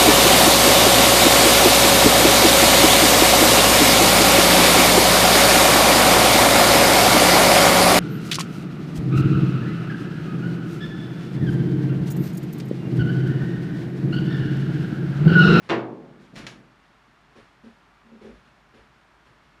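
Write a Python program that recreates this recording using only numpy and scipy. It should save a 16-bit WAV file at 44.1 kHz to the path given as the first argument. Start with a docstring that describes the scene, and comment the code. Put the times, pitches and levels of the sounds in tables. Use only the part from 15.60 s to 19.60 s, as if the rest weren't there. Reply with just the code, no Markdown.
"""Pipe work beside a basement duct.

Gloved hands work on a pipe fitting. A sheet-metal duct takes one loud clattering thump and booms on
in its panels and modes; the fitting scrapes, then snaps with a sharp clack. The pipe shifts, its slips
ringing as dull, hollow bumps, while gloves rustle and a duct panel flexes, over a faint hum and hiss."""
import sys
import numpy as np
from scipy import signal
from scipy.io import wavfile
from scipy.ndimage import uniform_filter1d

SR = 44100
rng = np.random.default_rng(int(sys.argv[2]) if len(sys.argv) > 2 else 0)


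def dump_mix(stems):
    """Bounce the given channels to the path in sys.argv[1] as a 16-bit WAV at rate SR."""
    frames = np.atleast_2d(stems).T  # one column per channel
    limited = np.clip(frames, -1, 1)  # hard clip at full scale
    pcm = np.round(limited * 32767).astype(np.int16)
    wavfile.write(sys.argv[1], SR, pcm)


N = 176400
TIME_S = np.arange(N) / SR


def from_db(db):
    """Decibels to gain."""
    return 10 ** (np.asarray(db) / 20)


def unit_rms(x):
    """Scale to rms 1."""
    return x / np.sqrt(np.mean(x ** 2) + 1e-20)


def evened(x, window_s=0.026):
    """Hold the running rms at 1."""
    return x / np.sqrt(np.abs(uniform_filter1d(x ** 2, int(window_s * SR))) + 1e-20)


def at_hz(table, hz):
    """Interpolate on a log-frequency axis."""
    freqs_hz, values = np.transpose(table)
    return np.interp(np.log(hz), np.log(freqs_hz), values)


def low_cut(x, hz):
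    """Cut the deep bass below hz."""
    return signal.sosfilt(signal.butter(4, hz, "high", fs=SR, output="sos"), x)


def noise_bands(size):
    """Third octaves of white noise: yields (centre [Hz], signal)."""
    edges_hz = 28 * 2 ** (np.arange(29) / 3)
    white = rng.standard_normal((2, size + SR // 2))
    for k, (lo, hi) in enumerate(zip(edges_hz, edges_hz[1:])):
        sos = signal.butter(3, [lo, hi], "band", fs=SR, output="sos")
        yield np.sqrt(lo * hi), signal.sosfilt(sos, white[k % 2])[-size:]


def noise(spectrum):
    """Steady coloured noise, rms 1."""
    return unit_rms(sum(from_db(at_hz(spectrum, hz)) * band for hz, band in noise_bands(N)))


def swells(events, attack_s, release_s):
    """Rise, hold and decay for each (time [s], length [s], level [dB])."""
    envelope = 0
    for start_s, length_s, db in events:
        t = TIME_S - start_s
        rise = np.clip(t / attack_s, 0, 1)
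        decay = np.exp(-np.maximum(t - length_s, 0) / release_s)
        envelope += from_db(db) * rise * decay
    return envelope


def ring(drive, hz, t60_s):
    """One mode: a unit click starts a decaying sine of height 1."""
    r = from_db(-60 / (t60_s * SR))
    w = 2 * np.pi * hz / SR
    return signal.lfilter([0, np.sin(w)], [1, -2 * r * np.cos(w), r * r], drive + 1e-18)


def contact(time_s, db, brightness_hz):
    """One push; softer contacts hold fewer highs."""
    click = np.zeros(N)
    click[int(time_s * SR)] = from_db(db)
    return signal.sosfilt(signal.butter(2, brightness_hz, fs=SR, output="sos"), click + 1e-18)


# Basement decay: (frequency [Hz], T60 [s])
BASEMENT_T60 = [(80, 1.5), (180, 1.63), (350, 0.91), (700, 0.9), (1400, 0.49), (2800, 0.32), (6000, 0.29),
                (12000, 0.33)]

def struck_response(spectrum, crack_db, crack_s, t60_scale=1.0):
    """A struck body in the room: short crack, then a dense tail dying band by band; energy 1."""
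    t = TIME_S[:2 * SR]
    out = 0
    for hz, band in noise_bands(len(t)):
        tail = from_db(-60 * t / (t60_scale * at_hz(BASEMENT_T60, hz)))
        hand_shadow = 1 / (1 + (hz / 6500) ** 2)  # the hands dull the direct path
        crack = from_db(crack_db) * np.exp(-t / crack_s) * hand_shadow
        decaying = unit_rms(evened(band) * (tail + crack))
        out += from_db(at_hz(spectrum, hz)) * np.sqrt(hz) * decaying
    return out / np.linalg.norm(out)


# Room hiss: (frequency [Hz], relative density [dB])
HISS_SPECTRUM = [(15, -41), (25, -21), (37, -11.5), (58, -3.5), (87, -15), (113, -2), (231, -5.5),
                 (382, -10), (414, -9), (498, -16), (599, -9), (1330, -6.5), (1920, -11.5), (4730, -24.5),
                 (14000, -45.5)]
# Hum: (frequency [Hz], rms level [dB])
HUM_TONES = [(50.3, -71), (59.6, -78)]

def room_tone(hiss_db=-58):
    """Faint hiss and two low tones that beat."""
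    hum = 0
    for hz, db in HUM_TONES:
        hum += from_db(db) * np.sqrt(2) * np.sin(2 * np.pi * (hz * TIME_S + rng.random()))
    return from_db(hiss_db) * noise(HISS_SPECTRUM) + hum


# Handling rumbles: (time [s], length [s], level [dB])
RUMBLE_EVENTS = [(0, 0.27, -51.5), (0.428, 0.2, -55), (0.725, 0.16, -46), (0.937, 0.074, -55),
                 (2.695, .05, -54.5), (3.676, .03, -60.5)]
# Rumble: (frequency [Hz], relative density [dB])
RUMBLE_SPECTRUM = [(50, -50), (85, -15), (120, 3.5), (175, 1.5), (350, -5), (700, -13.5), (2000, -62)]
HAND_ATTACK_S, HAND_RELEASE_S = 0.014, 0.073

def handling_rumble():
    """Handling makes swells of low noise."""
    envelope = swells(RUMBLE_EVENTS, HAND_ATTACK_S, HAND_RELEASE_S)
    return low_cut(envelope * noise(RUMBLE_SPECTRUM), hz=90)


# Glove slides: (time [s], length [s], level [dB])
GLOVE_RUBS = [(.015, .08, -54.5), (.585, 0.092, -60.5), (.76, 0.051, -44.5), (1.22, 0.031, -65),
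              (1.71, 0.12, -65.5), (2.74, 0.034, -68), (3.33, 0.046, -68), (3.82, .05, -66)]
# Glove friction: (frequency [Hz], relative density [dB])
GLOVE_SPECTRUM = [(100, 11.5), (250, 8), (700, 0.5), (1400, 5), (2700, 0), (5000, -9.5), (8000, -20.5),
                  (11000, -21.5), (14000, -55)]

def glove_rustle():
    """Gloves rub over the fitting, and again at each shift of the pipe."""
    pipe_rubs = [(time_s, length_s, rub_db) for time_s, length_s, _, _, rub_db in PIPE_SHIFTS]
    return swells(GLOVE_RUBS + pipe_rubs, HAND_ATTACK_S, HAND_RELEASE_S) * noise(GLOVE_SPECTRUM)


# Blows on the duct: (time [s], level [dB], brightness [Hz])
DUCT_BLOWS = [(.0915, -7.5, 6000), (0.0972, 1, 4570), (0.1093, 3, 1280), (.123, -5.5, 2520),
              (.138, -4, 990), (0.17, -8.5, 200), (.19, -5.5, 600), (.256, -10, 557), (.735, -29, 205),
              (.778, -15.5, 280), (.797, -16.5, 260), (.96, -30, 169)]
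# Dense panel vibration: (frequency [Hz], relative density [dB])
PANEL_SPECTRUM = [(50, -48), (85, -30), (130, -12), (200, -3), (350, 2.5), (600, -6.5), (750, -4.5),
                  (1100, -7.5), (1800, -7.5), (3500, -14.5), (5200, -22.5), (7500, -31.5), (11000, -33),
                  (14000, -44)]
# Duct modes: (frequency [Hz], relative peak [dB], T60 [s])
DUCT_RESONANCES = [(124.9, 0, 0.49), (192.9, -5, 1.4), (237.3, 0.5, 0.74), (261.4, -1.5, .9),
                   (318, 2, 0.45), (336, 10.5, .65), (370.5, 4.5, 0.87), (443.6, -0.5, .95),
                   (489, -2, 0.66), (554, 1, 0.46), (676.4, 0.5, 0.65), (708, 6, .45), (786, 5.5, 0.23),
                   (912, -7, 0.3), (983, -1, 0.43), (1106, 1, 0.25), (1256, 2, 0.25), (1454, -0.5, .3),
                   (1811, 1, 0.23)]
# Mode build-up: (frequency [Hz], time constant [s])
DUCT_RISE = [(125, 0.015), (200, 0.004), (320, 0.00066)]

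def duct_thump(panels_db=7.5, modes_db=-35.5, max_travel_s=0.006):
    """Blows shake the panels; bending waves reach each mode, and the low modes build up slowest."""
    pushes = np.array([contact(*blow) for blow in DUCT_BLOWS])
    response = struck_response(PANEL_SPECTRUM, crack_db=0, crack_s=0.035)
    panels = signal.fftconvolve(pushes.sum(0), response)[:N]
    signs = rng.choice([-1, 1], (len(DUCT_BLOWS), len(DUCT_RESONANCES)))
    modes = 0
    for k, (hz, db, t60_s) in enumerate(DUCT_RESONANCES):
        delay_samples = int(rng.random() * max_travel_s * SR)
        drive = np.roll(signs[:, k] @ pushes, delay_samples)
        rise_t60_s = np.log(1000) * at_hz(DUCT_RISE, hz)
        tone = ring(drive, hz, t60_s) - ring(drive, hz, rise_t60_s)
        modes += from_db(db) * tone / np.abs(tone).max()
    return low_cut(from_db(panels_db) * panels + from_db(modes_db) * modes, hz=104)


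# Fitting scrapes: (time [s], length [s], level [dB])
SCRAPE_EVENTS = [(.6, 0.055, -69), (0.736, 0.029, -63.5), (0.761, .035, -54)]
# Scrape: (frequency [Hz], relative density [dB])
SCRAPE_SPECTRUM = [(500, -27), (2000, 2), (4000, 5), (6500, 0), (8500, -5), (11000, -14.5), (14000, -20)]

def fitting_scrape():
    """Bright friction noise before the snap."""
    return swells(SCRAPE_EVENTS, attack_s=0.013, release_s=0.018) * noise(SCRAPE_SPECTRUM)


# Catches and snap: (time [s], level [dB], brightness [Hz])
FITTING_CLICKS = [(.7565, -17, 12000), (.762, -11, 7900), (.771, -25, 8940), (.7795, -18, 10330),
                  (.787, -20, 10100), (.796, -19, 5974), (.867, -3.5, 7940), (0.8701, -13, 11900)]
# Fitting body: (frequency [Hz], relative density [dB])
FITTING_SPECTRUM = [(200, -26), (500, -4), (1100, -4.5), (1900, 0), (3400, -3), (4700, -6.5), (6500, -10.5),
                    (8200, -21), (9500, -16), (14000, -31)]
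# Fitting modes: (frequency [Hz], relative level [dB], T60 [s])
FITTING_RESONANCES = [(1680, 7, .2), (2070, 4, 0.24), (2280, -6, .2), (2550, 7, 0.16), (3350, 4, 0.17),
                      (3960, 8, 0.16), (4580, -4, 0.2), (5750, -11, .18)]

def fitting_clack(body_db=-4, modes_db=-57):
    """A run of small catches, then the snap; each rings the metal."""
    pushes = sum(contact(*click) for click in FITTING_CLICKS)
    response = struck_response(FITTING_SPECTRUM, crack_db=7, crack_s=0.0042, t60_scale=0.93)
    body = signal.fftconvolve(pushes, response)[:N]
    modes = sum(from_db(db) * ring(pushes, hz, t60_s) for hz, db, t60_s in FITTING_RESONANCES)
    return from_db(body_db) * body + from_db(modes_db) * modes


# Pipe bumps: (time [s], length [s], level [dB], upper-mode offset [dB], glove rub [dB])
PIPE_SHIFTS = [(1.457, .05, -65, -14, -77), (1.751, 0.036, -60.5, 4.5, -56),
               (2.034, 0.045, -46.5, -14, -58), (2.444, 0.061, -57, -13.5, -82),
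               (2.513, 0.051, -49.5, -12, -67), (2.609, 0.033, -53.5, -0.5, -55),
               (2.645, 0.056, -48.5, -5.5, -64), (2.849, 0.033, -62, -13, -65),
               (3.133, 0.065, -62.5, 0.5, -57.5), (3.648, 0.022, -70, -8, -60)]
# Hollow modes, lowest first: (frequency [Hz], relative level [dB], nominal T60 [s])
PIPE_RESONANCES = [(229, 2, 0.18), (322, -4, 0.11), (392, 1.5, 0.2), (433.7, 1.5, 0.17), (501, -2.5, 0.1),
                   (552.4, -3, 0.18), (764, -12, 0.043)]

def pipe_bumps(slips_per_s=400):
    """While the pipe shifts, quick uneven slips keep its hollow modes ringing."""
    out = 0
    for k, (hz, mode_db, t60_s) in enumerate(PIPE_RESONANCES):
        slips = (rng.random(N) < slips_per_s / SR) * rng.standard_normal(N)
        tone = evened(ring(ring(slips, hz, t60_s / 2), hz, t60_s / 2))
        shifts = [(time_s, length_s, db + upper_db * (k > 0))
                  for time_s, length_s, db, upper_db, _ in PIPE_SHIFTS]
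        out += from_db(mode_db) * swells(shifts, attack_s=0.0075, release_s=0.027) * tone
    return low_cut(out, hz=178)


# Duct panel flexes: (time [s], length [s], rms level [dB])
PANEL_FLEXES = [(2.67, 0.095, -53.5), (3.16, 0.058, -56.5)]

def panel_flex(hz=52.4):
    """A duct panel flexes with a deep boom."""
    envelope = swells(PANEL_FLEXES, attack_s=0.05, release_s=0.039)
    return envelope * np.sqrt(2) * np.sin(2 * np.pi * hz * TIME_S)


def scene():
    """All sources at one microphone."""
    metal = duct_thump() + fitting_clack() + fitting_scrape() + pipe_bumps() + panel_flex()
    hands = glove_rustle() + handling_rumble()
    return (metal + hands + room_tone())[None]


def record(dry):
    """Steep low-pass."""
    cutoff_hz = 14200
    return signal.sosfilt(signal.ellip(10, 0.1, 80, cutoff_hz, fs=SR, output="sos"), dry)


dry = scene()
out = record(dry)
dump_mix(out)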